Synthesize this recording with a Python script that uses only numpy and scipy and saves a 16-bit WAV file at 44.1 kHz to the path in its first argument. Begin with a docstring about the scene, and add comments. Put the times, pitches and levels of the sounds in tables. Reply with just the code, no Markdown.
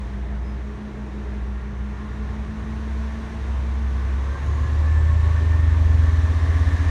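"""The exhaust of a six-cylinder refuse truck booms at the firing rate and throbs under load, as the truck
speeds up toward the microphone along a walled street. Crank-locked sines make pump, fan, gear and order tones;
free sines make hum, turbo and drive-line whine. Shaped noise makes growl, rattle and a roar that grows louder
and brighter. Two thin squeaks come early, one faint puff of air later."""
import sys
import numpy as np
from scipy import signal
from scipy.fft import rfft, irfft, next_fast_len
from scipy.io import wavfile
from scipy.ndimage import uniform_filter1d, map_coordinates

SR = 44100
rng = np.random.default_rng(int(sys.argv[2]) if len(sys.argv) > 2 else 0)


def file_out(sig):
    """Save sig as 16-bit WAV at sys.argv[1]."""
    # one column per channel
    cols = np.atleast_2d(sig).T
    # limit, then scale
    lim = np.clip(cols, -1, 1)
    pcm = np.round(lim * 32767).astype(np.int16)
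    wavfile.write(sys.argv[1], SR, pcm)


N = 304290
TIME_S = np.arange(N) / SR


def amp(db):
    """Gain of a level in dB."""
    return 10 ** (np.asarray(db) / 20)


def unit(x):
    """x scaled to rms 1."""
    return x / np.sqrt(np.mean(x ** 2) + 1e-20)


def curves(rows):
    """One value per sample for each column after the time."""
    knots_s, *columns = np.transpose(rows)
    return [np.interp(TIME_S, knots_s, column) for column in columns]


def wobble(knots_per_s):
    """Smooth random curve through normally distributed knots."""
    knots = rng.standard_normal(int(N * knots_per_s / SR) + 4)
    return map_coordinates(knots, [np.arange(N) * knots_per_s / SR])


def filtered(x, response):
    """x times a response of frequency, N samples long."""
    size = next_fast_len(N + 8192)
    spectrum = rfft(x, size) * response(np.fft.rfftfreq(size, 1 / SR))
    return irfft(spectrum, size)[..., :N]


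def coloured(x, spectrum):
    """x shaped by a spectrum, interpolated over log frequency; rms 1."""
    knots_hz, db = np.transpose(spectrum)

    def response(hz):
        return amp(np.interp(np.log(hz + 1), np.log(knots_hz + 1), db, left=-120, right=-120))
    return unit(filtered(x, response))


def rush(spectrum, patchy_db):
    """Coloured noise of rms 1 with time-frequency patches of random gain."""
    bins = signal.stft(rng.standard_normal(N + 512), nperseg=512)[2]
    patches = uniform_filter1d(rng.standard_normal(bins.shape), size=5, axis=0)
    patches = uniform_filter1d(patches, size=16, axis=1)
    noise = signal.istft(bins * amp(patchy_db * unit(patches)), nperseg=512)[1][:N]
    return coloured(noise, spectrum)


def tone(turns, flutter_db, drift_turns, knots_per_s):
    """Sine on a running phase, about rms 1, unsteady in level and phase."""
    level = np.sqrt(2) * amp(flutter_db * wobble(knots_per_s))
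    return level * np.sin(2 * np.pi * (turns + drift_turns * wobble(knots_per_s)))


def glide(rows, flutter_db, drift_turns, knots_per_s):
    """Whine with a pitch of its own, silent before its first row."""
    hz, db = curves(rows)
    started = TIME_S > rows[0][0]
    return started * amp(db) * tone(np.cumsum(hz) / SR, flutter_db, drift_turns, knots_per_s)


# engine speed: (time [s], firing rate [Hz])
SPEED = [(0, 59.02), (.8, 62.66), (1.5, 61.06), (1.9, 61.77), (2.8, 65.22), (3.4, 66.25), (4, 65.95),
         (4.2, 67.05), (4.4, 70.87), (4.7, 75.17), (5, 77.85), (5.3, 79.26), (5.6, 80.03), (6, 80.62),
         (6.9, 83.2)]


def crank():
    """Crank turns so far: three firings a turn."""
    return np.cumsum(curves(SPEED)[0]) / (3 * SR)


LOAD_START_S, LOAD_RISE_S = 4.344, 0.75


def load():
    """Engine load, rising from 0 to 1 as the driver opens the throttle."""
    return np.clip((TIME_S - LOAD_START_S) / LOAD_RISE_S, 0, 1)


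# nearness of the truck: (time [s], level [dB])
NEAR = [(0, 1), (.3, -0.1), (1.7, 0.1), (3.4, 5.5), (4.4, 6.5), (4.6, 8), (5.7, 9.5), (6.3, 11),
        (6.9, 13.5)]


def nearing(far_db, db_per_near_db):
    """Gain of a layer that grows as the truck nears."""
    return amp(far_db + db_per_near_db * curves(NEAR)[0])


# exhaust boom, swelling and fading as wall echoes add or cancel: (time [s], level [dB])
BOOM = [(0, -28.5), (.65, -27.5), (.82, -37), (1.1, -33.5), (1.5, -25.5), (1.68, -30.5), (1.82, -26.5),
        (2.02, -32), (2.3, -26.5), (2.6, -32.5), (3, -24.5), (3.28, -32), (3.55, -22.5), (4.1, -21.5),
        (4.27, -23.5), (4.37, -30), (4.5, -22.5), (5.05, -15), (5.4, -17.5), (6, -14.5), (6.4, -19.5),
        (6.6, -17), (6.8, -19.5), (6.9, -19.5)]
# throb of the boom, mostly slowing as the drive takes hold: (time [s], throb rate [Hz])
THROB = [(4.4, 57.82), (4.7, 44.95), (5.15, 29.17), (5.5, 23.57), (6.05, 21.66), (6.4, 14.52), (6.6, 17.32),
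         (6.9, 13.75)]
# side tones under the boom at full load; the lower one LOAD_RISE_S after the throb starts
SIDE_LOWER_DB, SIDE_UPPER_DB, SIDE_GROWS_DB_PER_S = -11.5, -14, 3
SIDE_LIGHT_DB = -15  # added to the side tones at zero load
SECOND_SIDES_DB = -10.5  # re the lower side tone; sharpens each throb


def exhaust():
    """Firing tone, its level rocked by the throb: side tones below and above."""
    since_s = TIME_S - THROB[0][0]
    started = since_s > 0
    throbs = np.cumsum(started * curves(THROB)[0]) / SR + .39
    throb_phase = 2 * np.pi * throbs
    firing = np.exp(2j * np.pi * (3 * crank() + 0.01 * wobble(8.2)))

    lower_gain = amp(SIDE_LOWER_DB + SIDE_GROWS_DB_PER_S * (since_s - LOAD_RISE_S))
    lower = lower_gain * np.exp(-1j * throb_phase)
    upper = amp(SIDE_UPPER_DB) * np.exp(1j * throb_phase)
    second = lower_gain * amp(SECOND_SIDES_DB) * np.cos(2 * throb_phase)
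    sides = amp(SIDE_LIGHT_DB * (1 - load())) * (lower + upper + second)

    level = np.sqrt(2) * amp(curves(BOOM)[0] + 0.23 * wobble(6.4))
    return level * np.real(firing * (1 + started * sides))


# weaker crank orders: [cycles per crank turn]
ORDERS_WEAK = [1.5, 2, 2.5, 4, 4.5, 5, 6, 7.5, 9, 11, 15, 20, 30, 39, 42, 62, 65]
# their levels far off: (at light load [dB], at full load [dB])
ORDERS_DB = [(-57.5, -43.5), (-65, -51), (-49, -48), (-50.5, -53.5), (-51.5, -47.5), (-59.5, -53.5),
             (-51, -59), (-50.5, -56), (-62, -53), (-64, -58), (-58.5, -59), (-57.5, -59.5), (-62.5, -78),
             (-71, -68.5), (-67, -56.5), (-74, -69.5), (-70, -62)]
ORDERS_DB_PER_NEAR_DB = 0.44


def orders():
    """Uneven cylinders add faint tones that fade in and out; the load shifts their balance."""
    turns, full = crank(), load()
    out = np.zeros(N)
    for order, (light_db, full_db) in zip(ORDERS_WEAK, ORDERS_DB):
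        far_db = light_db + (full_db - light_db) * full
        level = nearing(far_db, ORDERS_DB_PER_NEAR_DB) * amp(3 * wobble(1.2))
        out += level * tone(order * turns + rng.random(), flutter_db=3,
                            drift_turns=.04 + order / 500, knots_per_s=4 + order / 2)
    return out


# low roar: (time [s], level [dB])
LOW_ROAR = [(0, -48), (.4, -47), (1.3, -45), (1.65, -47.5), (2.6, -47), (3.6, -48.5), (4.6, -45.5),
            (5.5, -45.5), (6.2, -45.5), (6.45, -43), (6.9, -43.5)]


def low_roar_db():
    """Level shared by growl and rumble."""
    return curves(LOW_ROAR)[0]


# growl spectrum before scaling: (frequency [Hz], level [dB])
GROWL = [(90, -44.5), (150, -2), (300, -1.5), (440, -3), (520, -12.5), (700, -11.5), (1100, -15),
         (1400, -43)]


def growl():
    """Noise nearly repeating every four-stroke cycle: faint half-order lines, pattern slowly renewed."""
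    steps = 512
    patterns = rng.standard_normal((24, steps))
    age = np.clip(2.212 * TIME_S, 0, len(patterns) - 1)  # patterns used so far
    angle = crank() / 2 % 1 * steps  # two crank turns a cycle
    cyclic = map_coordinates(patterns, [age, angle], order=1, mode="grid-wrap")
    return amp(low_roar_db() + 0.06) * coloured(cyclic, GROWL)


# whines on the shafts: (time [s], pump level [dB], fan level [dB])
WHINES = [(0, -41, -41), (.5, -42, -45), (1.2, -40, -43), (1.5, -39.5, -46), (2.1, -40, -42),
          (2.65, -35, -45), (3, -36, -50), (3.45, -41, -45), (4.15, -40.5, -53), (4.38, -50, -52),
          (4.65, -48, -46), (5.2, -53, -53), (5.6, -44.5, -53), (6.2, -45.5, -51), (6.9, -39, -43)]
# gear mesh whine: (time [s], level [dB])
MESH = [(0, -70), (2.1, -58), (3.7, -62), (4.02, -53), (4.14, -60), (4.25, -50), (4.37, -47), (4.43, -64),
        (4.6, -60), (4.66, -46), (4.82, -52), (4.93, -43), (5.15, -51), (5.42, -45), (5.72, -47),
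        (5.78, -61), (6.9, -51)]


def whines():
    """Pump and belt-driven fan lie close together and beat; the gear mesh sings higher up."""
    turns = crank()
    pump_db, fan_db = curves(WHINES)
    pump = amp(pump_db) * tone(10 * turns, flutter_db=1.5, drift_turns=.02, knots_per_s=5)
    fan = amp(fan_db) * tone(10.285 * turns + .1, flutter_db=.8, drift_turns=.02, knots_per_s=5)
    mesh = amp(curves(MESH)[0]) * tone(68 * turns, flutter_db=2.2, drift_turns=.06, knots_per_s=40)
    return pump + fan + mesh


# engine block rattle: (time [s], lower band level [dB], upper band level [dB])
RATTLE = [(0, -64, -78), (2, -53.5, -69), (4.1, -50.5, -60), (4.6, -44, -52), (5.1, -51, -52),
          (5.8, -48.5, -58), (6.3, -46, -47), (6.9, -46.5, -41)]
# block modes, one list per band: (frequency [Hz], width [Hz])
BLOCK = [
    [(1065, 49), (1135, 73)],
    [(1710, 76), (1785, 51)],
]


def rattle():
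    """Combustion noise rings the block's modes in uneven bursts."""
    out = np.zeros(N)
    for modes, db in zip(BLOCK, curves(RATTLE)):
        def ring(hz):
            resonances = sum(1j * hz * width / (centre ** 2 - hz ** 2 + 1j * hz * width)
                             for centre, width in modes)
            return resonances ** 2
        bursts = amp(2.2 * wobble(45)) * rng.standard_normal(N)
        out += amp(db) * unit(filtered(bursts, ring))
    return out


# deep rumble of road and chassis: (time [s], level [dB])
GROUND = [(0, -33.5), (1, -39.5), (3.7, -37), (4.3, -34.5), (4.6, -28.5), (5.2, -33), (6.9, -36)]
# roar spectra before scaling: (frequency [Hz], level [dB])
DEEP = [(15, -14), (30, -14.5), (50, 5.5), (100, 1), (140, -5), (180, -22.5), (260, -36)]
RUMBLE = [(100, -32.5), (170, 2), (240, 3), (320, 5), (450, 1), (550, -17), (800, -41)]
BODY = [(280, -18.5), (480, -3.5), (560, -4), (657, -2), (772, -5.5), (880, -1.5), (1070, -2), (1210, -4.5),
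        (1360, -6.5), (1780, -3), (3000, -18), (3900, -28.5), (6600, -120)]
HISS = [(1410, -23), (2400, -6), (2940, -5), (3720, -2.5), (4890, -10.5), (6040, -7.5), (7940, -18),
        (9000, -16.5), (10500, -27), (12700, -29), (15600, -37)]


def roar():
    """Deep rumble, low roar, intake noise and hiss; the upper two pulse faintly with each firing."""
    pulse = 1 + 0.027 * np.cos(2 * np.pi * 3 * crank())
    surge = wobble(2.59)
    deep = amp(curves(GROUND)[0] + 1.3 * wobble(3.04)) * rush(DEEP, patchy_db=0.1)
    rumble = amp(low_roar_db() - 1 + 0.76 * wobble(3.8)) * rush(RUMBLE, patchy_db=2.0)
    body_level = nearing(far_db=-46.5, db_per_near_db=0.62) * amp(0.27 * surge)
    body = body_level * pulse * rush(BODY, patchy_db=1.0)
    hiss_level = nearing(far_db=-59.5, db_per_near_db=0.94) * amp(.2 * surge + 0.37 * wobble(3.968))
    hiss = hiss_level * pulse * rush(HISS, patchy_db=0.6)
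    return deep + rumble + body + hiss


# faint early hum: (time [s], frequency [Hz], level [dB])
HUM = [(0, 680, -61), (.35, 688, -53.5), (.55, 693, -58), (.75, 700, -90)]


def hum():
    """Faint unsteady sine, rising slightly in pitch, that dies away."""
    return glide(HUM, flutter_db=2.5, drift_turns=.06, knots_per_s=12)


# squeaks: (start [s], length [s], first frequency [Hz], last frequency [Hz], level [dB])
SQUEAKS = [(.04, .11, 5430, 5450, -73), (.435, .115, 5170, 4990, -64)]
OCTAVE_DB = -15  # re the fundamental


def squeaks():
    """Short thin sliding notes, slightly rough in phase, with a weak octave."""
    out = np.zeros(N)
    rough = wobble(100)
    for start_s, length_s, first_hz, last_hz, db in SQUEAKS:
        start, length = int(start_s * SR), int(length_s * SR)
        span = slice(start, start + length)
        u = np.linspace(0, 1, length)
        hz = first_hz + (last_hz - first_hz) * u
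        phase = 2 * np.pi * (np.cumsum(hz) / SR + 0.19 * rough[span])
        note = np.sin(phase) + amp(OCTAVE_DB) * np.sin(2 * phase)
        envelope = np.sqrt(np.abs(np.sin(np.pi * u)))
        out[span] += np.sqrt(2) * amp(db) * envelope * note
    return out


# turbo whistle: (time [s], frequency [Hz], level [dB])
TURBO = [(3.9, 6000, -89), (4.5, 6630, -63), (4.8, 7370, -72), (5, 7570, -66.5), (6, 7400, -76.5),
         (6.9, 7520, -71)]


def turbo():
    """High whistle, its phase jittered fast enough to blur the pitch."""
    return glide(TURBO, flutter_db=3.5, drift_turns=0.7, knots_per_s=200)


# drive-line whine: (time [s], frequency [Hz], level [dB])
AXLE = [(4.2, 560, -57), (4.5, 556, -52), (4.85, 556, -52.5), (5.2, 581, -52.5), (6, 620, -51.5),
        (6.9, 633, -53)]


def axle():
    """Drive-line whine on its own pitch curve, following road speed rather than the crank."""
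    return glide(AXLE, flutter_db=4, drift_turns=.07, knots_per_s=14)


# air valve: (peak time [s], spread [s], level [dB])
PUFF = (4.455, .025, -72)
# its hiss spectrum before scaling: (frequency [Hz], level [dB])
AIR = [(6000, -42), (8500, -5.5), (10500, 0), (13000, -10), (15700, -24)]


def puff():
    """Short breath of high hiss from an air valve, under a bell-shaped envelope."""
    peak_s, spread_s, db = PUFF
    envelope = np.exp(-.5 * ((TIME_S - peak_s) / spread_s) ** 2)
    return amp(db) * envelope * rush(AIR, patchy_db=0.0)


def scene():
    """Everything the street carries to one microphone."""
    engine = exhaust() + orders() + growl() + whines() + rattle() + turbo()
    return (engine + roar() + hum() + squeaks() + axle() + puff())[None]


BASS_HZ, TOP_HZ = 36.4, 15710


def record(dry):
    """The small microphone loses the deepest bass; nothing is kept above the band limit."""
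    longer = np.pad(dry, ((0, 0), (0, 4096)), "reflect", reflect_type="odd")  # no step at the end

    def response(hz):
        return (hz < TOP_HZ) * hz ** 2 / np.sqrt(hz ** 4 + BASS_HZ ** 4)
    return filtered(longer, response)


dry = scene()
out = record(dry)
file_out(out)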